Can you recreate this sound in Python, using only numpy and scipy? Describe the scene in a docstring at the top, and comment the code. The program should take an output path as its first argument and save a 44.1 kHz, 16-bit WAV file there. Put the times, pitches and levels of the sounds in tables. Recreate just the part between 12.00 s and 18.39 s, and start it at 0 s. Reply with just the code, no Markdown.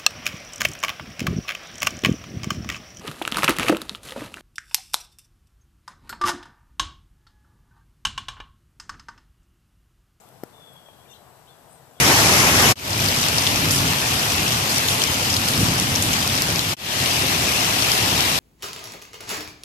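"""Heavy rain on a flooded concrete roof, heard from three spots in turn with a quick fade between them.
From the start countless drops merge into a wash; closer ones spatter, plink and tick in flurries.
Under it lies a low noise rumble that swells with gusts, which also buffet the two microphone ports.
From the second spot on, fat drops splat close by with a crack and a short ring;
later, brief showers of fine spray sizzle, each a dense burst of tiny impacts."""
import sys
import numpy as np
from scipy import signal
from scipy.fft import rfft, irfft, next_fast_len
from scipy.io import wavfile
from scipy.ndimage import uniform_filter1d, map_coordinates

SR = 44100
rng = np.random.default_rng(int(sys.argv[2]) if len(sys.argv) > 2 else 0)


def inscribe(sig):
    """Save sig as 16-bit PCM at rate SR to the path in sys.argv[1].

    A 1-D sig is mono; a 2-D sig holds one channel per row.
    Samples are clipped to [-1, 1] before scaling.
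    """
    pcm = np.round(np.clip(np.atleast_2d(sig).T, -1, 1) * 32767)
    wavfile.write(sys.argv[1], SR, pcm.astype(np.int16))


N = 281790

# Listening spots. Each row: fade-in start in seconds, fade-in length in seconds, fade-out start in seconds,
# spatter relative to the wash in dB at median strength, width of the rain 0-1, rumble between gusts in dB.
SPOTS = [(-.3, .25, 0.721, -14.5, 0.6, -26.5), (.756, 0.26, 4.736, -9.5, 0.9, -29),
         (4.767, 0.29, 6.5, -12, 1, -29.3)]
# Strength of the rain, one curve per spot. Each row: time in seconds, level in dB before WASH_DB.
STRENGTH_DB = [
    [(0.08, -18), (0.56, -19), (0.6, -18)],
    [(1.1, -25.5), (1.5, -25), (4.46, -26.5), (4.62, -27.5)],
    [(5.15, -24.5), (5.23, -24.5), (5.97, -24), (6.3, -24)],
]
# Spectrum of the wash. Each row: frequency in Hz, relative level in dB at spots 1, 2 and 3.
WASH_SPECTRUM = [(101, -25, -19, -54), (317, 1, -5, 0), (536, -1.5, -0.5, -1), (700, 0.5, 1.3, 2.5),
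                 (1100, 0.5, -0.5, 1), (1490, -1.5, -2, -2.5), (2200, 0, -3, -2), (3770, -7, -3, -2),
                 (5130, -8, -5.5, -5), (7100, -7.5, -7, -6), (8700, -9.5, -8, -6.5), (12300, -6, -5, -4.5),
                 (15300, -23, -14, -12)]
# Spectrum of the closer drops. Each row: frequency in Hz, relative level in dB.
SPATTER_SPECTRUM = [(300, -32), (1200, 1.5), (2800, -10.5), (5200, 3), (8000, -2), (14000, -9)]
# Spectrum of drops on bare concrete. Each row: frequency in Hz, relative level in dB.
TICK_SPECTRUM = [(1500, -26), (4000, -3), (8000, 17), (14000, -20)]
# Colour of the left port against the right. Each row: frequency in Hz, gain in dB at spots 1, 2 and 3.
LEFT_PORT = [(450, 0, 0, 0), (1000, 0, 1, 1), (1600, .5, 1, 2.5), (2100, 2, 3.5, 4.5), (2700, 4, 7.5, 9),
             (3900, 2.5, 3.5, 5), (5500, 8.5, 5.5, 7), (6500, 5, 3, 3), (8000, -.5, -.5, 0),
             (10500, -5.5, -8, -8), (12800, -7, -4.5, -4.5), (14200, -5.5, -5, -2.5)]
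# Spectrum of rumble and buffeting. Each row: frequency in Hz, relative level in dB.
RUMBLE_SPECTRUM = [(13, -56), (22, -13), (32, -28), (37, -24), (69, -5.5), (103, 1.5), (152, -1), (216, -6),
                   (261, -5), (328, -10.5), (450, -17), (580, -34), (990, -120)]
# Gusts of wind. Each row: start in seconds, hold in seconds, swell of the rumble in dB, port buffeting in dB.
GUSTS = [(-.1, 0.77, 2, -32), (0.912, .22, 2, -55), (1.278, 0.026, 3, -38), (1.472, .33, 4.5, -32),
         (3.507, 0.11, 7, -37.5), (3.712, 0.34, 3.5, -38), (4.43, 0.068, 2, -39), (5.123, 0.11, 1.5, -39)]
# Fat drops close by. Each row: time in seconds, ring level in dB before SPLAT_RING_DB, ring pitch in Hz,
# crack level in dB before SPLAT_CRACK_DB, t60 of the spray in seconds.
SPLATS = [(0.931, -22, 4480, -41, 0.053), (1.061, -25, 4100, -42, 0.009), (1.0861, -23, 4450, -28, 0.023),
          (1.2851, -27, 4400, -21, 0.031), (1.382, -18, 4900, -44, 0.058), (1.4673, -20.5, 3390, -28, 0.03),
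          (1.4729, -21, 3070, -32, 0.014), (1.709, -25, 5860, -22, 0.029), (2.7823, -26, 5860, -26, 0.018),
          (2.8844, -21, 3500, -38, 0.027), (3.0186, -22, 3100, -27, 0.024),
          (3.038, -19, 5170, -27.5, 0.011), (3.3012, -21, 5170, -42, 0.051),
          (3.3283, -27, 5510, -42, 0.017), (3.3406, -22.5, 5170, -42, 0.015),
          (3.3664, -21.5, 4160, -27, 0.015), (3.4853, -26, 3470, -22.5, 0.043),
          (3.799, -23.5, 5510, -23, 0.008), (3.9534, -25, 5170, -42, 0.019),
          (3.9588, -21, 5760, -42, 0.017), (4.0242, -21, 6890, -21, 0.024), (4.1325, -25, 6340, -28, 0.009),
          (4.1373, -27, 6270, -31, 0.008), (4.2761, -26, 4900, -26, 0.016), (4.377, -25, 5140, -42, 0.021),
          (4.421, -23, 5100, -21, 0.01), (4.4332, -34.5, 5510, -39, 0.008),
          (4.5593, -27.5, 5510, -38, 0.008), (4.593, -21, 4080, -32, 0.0087),
          (5.0601, -27, 3100, -34, 0.01), (5.222, -27, 4820, -42, 0.012), (5.8219, -22, 4480, -35, 0.017),
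          (5.9177, -22, 5170, -33, 0.0098), (6.2068, -21, 5080, -28, 0.008)]
# Showers of fine spray. Each row: start in seconds, peak level in dB.
SHOWERS = [(1.705, -22), (2.69, -30), (2.87, -24.5), (3.47, -27), (3.59, -28.5), (4.02, -27), (5.91, -26)]
# Spectrum of the fine spray. Each row: frequency in Hz, relative level in dB.
MIST_SPECTRUM = [(3000, -23), (7000, 4), (12000, 9), (14200, -23)]

PORT_GAP_M, SOUND_SPEED_M_S = .165, 343
WASH_DB = 3
SPATTER_DB_PER_DB = 0.71  # extra near spatter as the rain strengthens
GUST_RISE_S, GUST_FALL_S = 0.066, 0.12
SPLAT_RING_DB, SPLAT_CRACK_DB = -1.5, 2.5
SPLAT_PAN_DB = 1  # ring leans left, crack right
SLAP_T60_S, SPRAY_DB = 0.0021, -5  # spray relative to slap
SHOWER_RISE_S, SHOWER_FALL_S = 0.011, 0.15
TOP_HZ = 14450


def amp(db):
    """Decibels to gain."""
    return 10 ** (np.asarray(db) / 20)


def unit(x):
    """Scaled to rms 1."""
    return x / np.sqrt(np.mean(x ** 2) + 1e-20)


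def curve(rows):
    """(s, value) rows as one value per sample."""
    return np.interp(np.arange(N) / SR, *np.transpose(rows))


def wobble(rate_hz):
    """A smooth random curve, rate_hz knots a second."""
    knots = rng.standard_normal(int(N * rate_hz / SR) + 4)
    return map_coordinates(knots, [np.arange(N) * rate_hz / SR])


def swell(start_s, rise_s, hold_s, fall_s):
    """An envelope from 0 to 1: rise, hold, fall."""
    t = np.arange(N) / SR - start_s
    falling = 1 - (t - rise_s - hold_s) / fall_s
    return np.clip(np.minimum(t / rise_s, falling), 0, 1)


def filtered(x, response):
    """x times a response of frequency."""
    size = next_fast_len(N + 8192)
    spectrum = rfft(x, size) * response(np.fft.rfftfreq(size, 1 / SR))
    return irfft(spectrum, size)[..., :N]


def coloured(x, points, column=1):
    """x shaped by one dB column of a table, read on log frequency."""
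    table = np.transpose(points)
    return filtered(x, lambda hz: amp(np.interp(np.log(hz + 1), np.log(table[0]), table[column])))


def drops(count, spread_db, scatter_s, width):
    """Impacts from all around: each reaches the two ports with the delay of its bearing."""
    when = rng.uniform(0, N, count)
    bearing = rng.uniform(0, 2 * np.pi, count)
    lag_s = width * PORT_GAP_M / SOUND_SPEED_M_S * np.sin(bearing) + scatter_s * rng.standard_normal(count)
    lag = SR * lag_s
    size = amp(spread_db * np.clip(rng.standard_normal(count), -2, 2))
    size = size * rng.choice([-1, 1], count)
    arrivals = [np.round(when + side * lag / 2).astype(int) % N for side in (-1, 1)]
    return np.array([np.bincount(at, size, N) for at in arrivals])


def patchy(x, depth_db):
    """Small random patches of gain over time and frequency."""
    z = signal.stft(x, nperseg=512)[2]
    field = rng.standard_normal(z.shape[1:])
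    for axis in (0, 1):
        field = uniform_filter1d(field, size=5, axis=axis)
    return signal.istft(z * amp(depth_db * unit(field)), nperseg=512)[1][:, :N]


def far_rain(spot, width):
    """The drops on the whole roof merge into a wash, with small random gain patches and a slight level wobble."""
    impacts = drops(count=200000, spread_db=3, scatter_s=.00004, width=width)
    wash = coloured(patchy(impacts, depth_db=1.5), WASH_SPECTRUM, column=spot + 1)
    return unit(wash) * amp(0.25 * wobble(22))


def splash(spray_db, spray_t60_s, slap_t60_s):
    """One drop on wet concrete: a sharp slap, then a spray of droplets, both decaying noise."""
    t = np.arange(SR // 25) / SR
    droplets = rng.standard_normal((2, len(t))) * amp(2 * rng.standard_normal((2, len(t))))
    slap = amp(-60 * t / slap_t60_s)
    spray = amp(spray_db - 60 * t / spray_t60_s)
    return droplets * (slap + spray)


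def spatter(count=6):
    """Closer drops, in several shapes of splash, stand out one by one."""
    out = np.zeros((2, N))
    for _ in range(count):
        shape = splash(spray_db=-10, spray_t60_s=.04, slap_t60_s=.0035)
        hits = drops(count=190, spread_db=2.5, scatter_s=.00005, width=1)
        out += signal.oaconvolve(hits, shape, axes=1)[:, :N]
    return out


def plinks(count=900, pitch_hz=4700, cycles=24, spread_db=2.0):
    """Drops in the puddles trap small bubbles that ring briefly, rising in pitch."""
    t = np.arange(SR // 60) / SR
    hz = np.clip(pitch_hz * np.exp(0.368 * rng.standard_normal((count, 1))), 2400, 11000)
    age = t * hz / cycles  # the ring loses 20 dB per unit of age
    glide = 1 + 0.043 * np.minimum(age, 2)
    ring = np.sin(2 * np.pi * hz * t * glide) * amp(-20 * age)
    ring = ring * amp(spread_db * np.clip(rng.standard_normal((count, 1)), -2, 2))
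    when = rng.integers(0, N, (count, 1)) + np.arange(len(t))
    bearing = rng.uniform(0, 2 * np.pi, (count, 1))
    lag = np.round(SR * PORT_GAP_M / SOUND_SPEED_M_S * np.sin(bearing)).astype(int)
    return np.array([np.bincount((at % N).ravel(), ring.ravel(), N) for at in (when, when + lag)])


def ticks():
    """Drops that land on nearly bare concrete make dry, bright ticks."""
    hits = drops(count=520, spread_db=4, scatter_s=.00005, width=1)
    shape = splash(spray_db=-22, spray_t60_s=.02, slap_t60_s=0.0036)
    return coloured(signal.oaconvolve(hits, shape, axes=1)[:, :N], TICK_SPECTRUM)


def near_rain(plink_db=-6, tick_db=-7):
    """Spatter, bubbles and ticks around the listener come in uneven flurries."""
    flurry = amp(0.83 * wobble(5.68) + 2.44 * wobble(22.05))
    splashes = unit(coloured(spatter(), SPATTER_SPECTRUM))
    return flurry * (splashes + amp(plink_db) * unit(plinks()) + amp(tick_db) * unit(ticks()))


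def wind(calm_db):
    """A rumble common to both ports; each gust swells it and buffets each port with its own eddies."""
    swell_db, buffet = np.zeros(N), np.zeros(N)
    for start_s, hold_s, gust_db, buffet_db in GUSTS:
        gust = swell(start_s, GUST_RISE_S, hold_s, GUST_FALL_S)
        swell_db = np.maximum(swell_db, gust_db * gust)
        buffet = np.maximum(buffet, amp(buffet_db) * gust ** 2)
    rumble = amp(0.77 * wobble(9.7)) * unit(coloured(rng.standard_normal(N), RUMBLE_SPECTRUM))
    lumps = amp(5 * np.array([wobble(12), wobble(12)]))
    eddies = unit(coloured(rng.standard_normal((2, N)), RUMBLE_SPECTRUM) * lumps)
    return amp(calm_db + swell_db) * rumble + buffet * eddies


def at_level(x, db):
    """Each channel scaled to a level in dB, as rms over a hundredth of a second."""
    return x / np.linalg.norm(x, axis=1, keepdims=True) * np.sqrt(SR / 100) * amp(db)


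def splats(ring_q=5.0, low_hz=4000):
    """Each fat drop hits the water film with a bright crack; its splash rings briefly around its own pitch."""
    out = np.zeros((2, N + SR))
    bright = signal.butter(2, low_hz, "high", fs=SR, output="sos")
    lean = amp([[SPLAT_PAN_DB], [-SPLAT_PAN_DB]])
    for start_s, ring_db, hz, crack_db, t60_s in SPLATS:
        hit = signal.sosfilt(bright, splash(SPRAY_DB, t60_s, SLAP_T60_S))
        ring = signal.lfilter(*signal.iirpeak(hz, ring_q, SR), hit)
        ring = at_level(ring, ring_db + SPLAT_RING_DB)
        crack = signal.sosfilt(bright, splash(SPRAY_DB, t60_s, SLAP_T60_S))
        crack = at_level(crack, crack_db + SPLAT_CRACK_DB)
        out[:, round(start_s * SR):][:, :hit.shape[1]] += ring * lean + crack / lean
    return out[:, :N]


def showers():
    """Thrown-up spray comes down as a brief, bright sizzle of tiny droplets."""
    level = sum(amp(db) * swell(start_s, SHOWER_RISE_S, 0, SHOWER_FALL_S) for start_s, db in SHOWERS)
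    droplets = drops(count=9000, spread_db=3, scatter_s=.00005, width=0.68)
    return level * unit(coloured(droplets, MIST_SPECTRUM))


def ports(x, spot):
    """The left port resonates in the middle treble and is dull above; the right one is plain."""
    return np.array([coloured(x[0], LEFT_PORT, column=spot + 1), x[1]])


def scene(fade_out_db_per_s=1900, fade_from=0.047):
    """The three spots in turn, with slow fade-ins and quick fade-outs; harder rain spatters more."""
    t = np.arange(N) / SR
    near = near_rain()
    close = splats() + showers()
    out = np.zeros((2, N))
    for spot, (start_s, fade_in_s, end_s, spatter_db, width, calm_db) in enumerate(SPOTS):
        strength_db = curve(STRENGTH_DB[spot])
        excess_db = strength_db - np.median(strength_db)
        spattering = amp(spatter_db + SPATTER_DB_PER_DB * excess_db)
        rain = amp(strength_db + WASH_DB) * (far_rain(spot, width) + spattering * near) + close
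        opening = (t > start_s) * np.minimum(fade_from + (t - start_s) / fade_in_s, 1)
        closing = amp(-fade_out_db_per_s * np.maximum(t - end_s, 0))
        out += opening * closing * (ports(rain, spot) + wind(calm_db))
    return out


def record(dry, limit_db=-2.0):
    """The highest peaks are rounded off, and the sound ends at TOP_HZ."""
    rounded = dry / (1 + (dry / amp(limit_db)) ** 10) ** (1 / 10)
    return filtered(rounded, lambda hz: hz < TOP_HZ)


dry = scene()
out = record(dry)
inscribe(out)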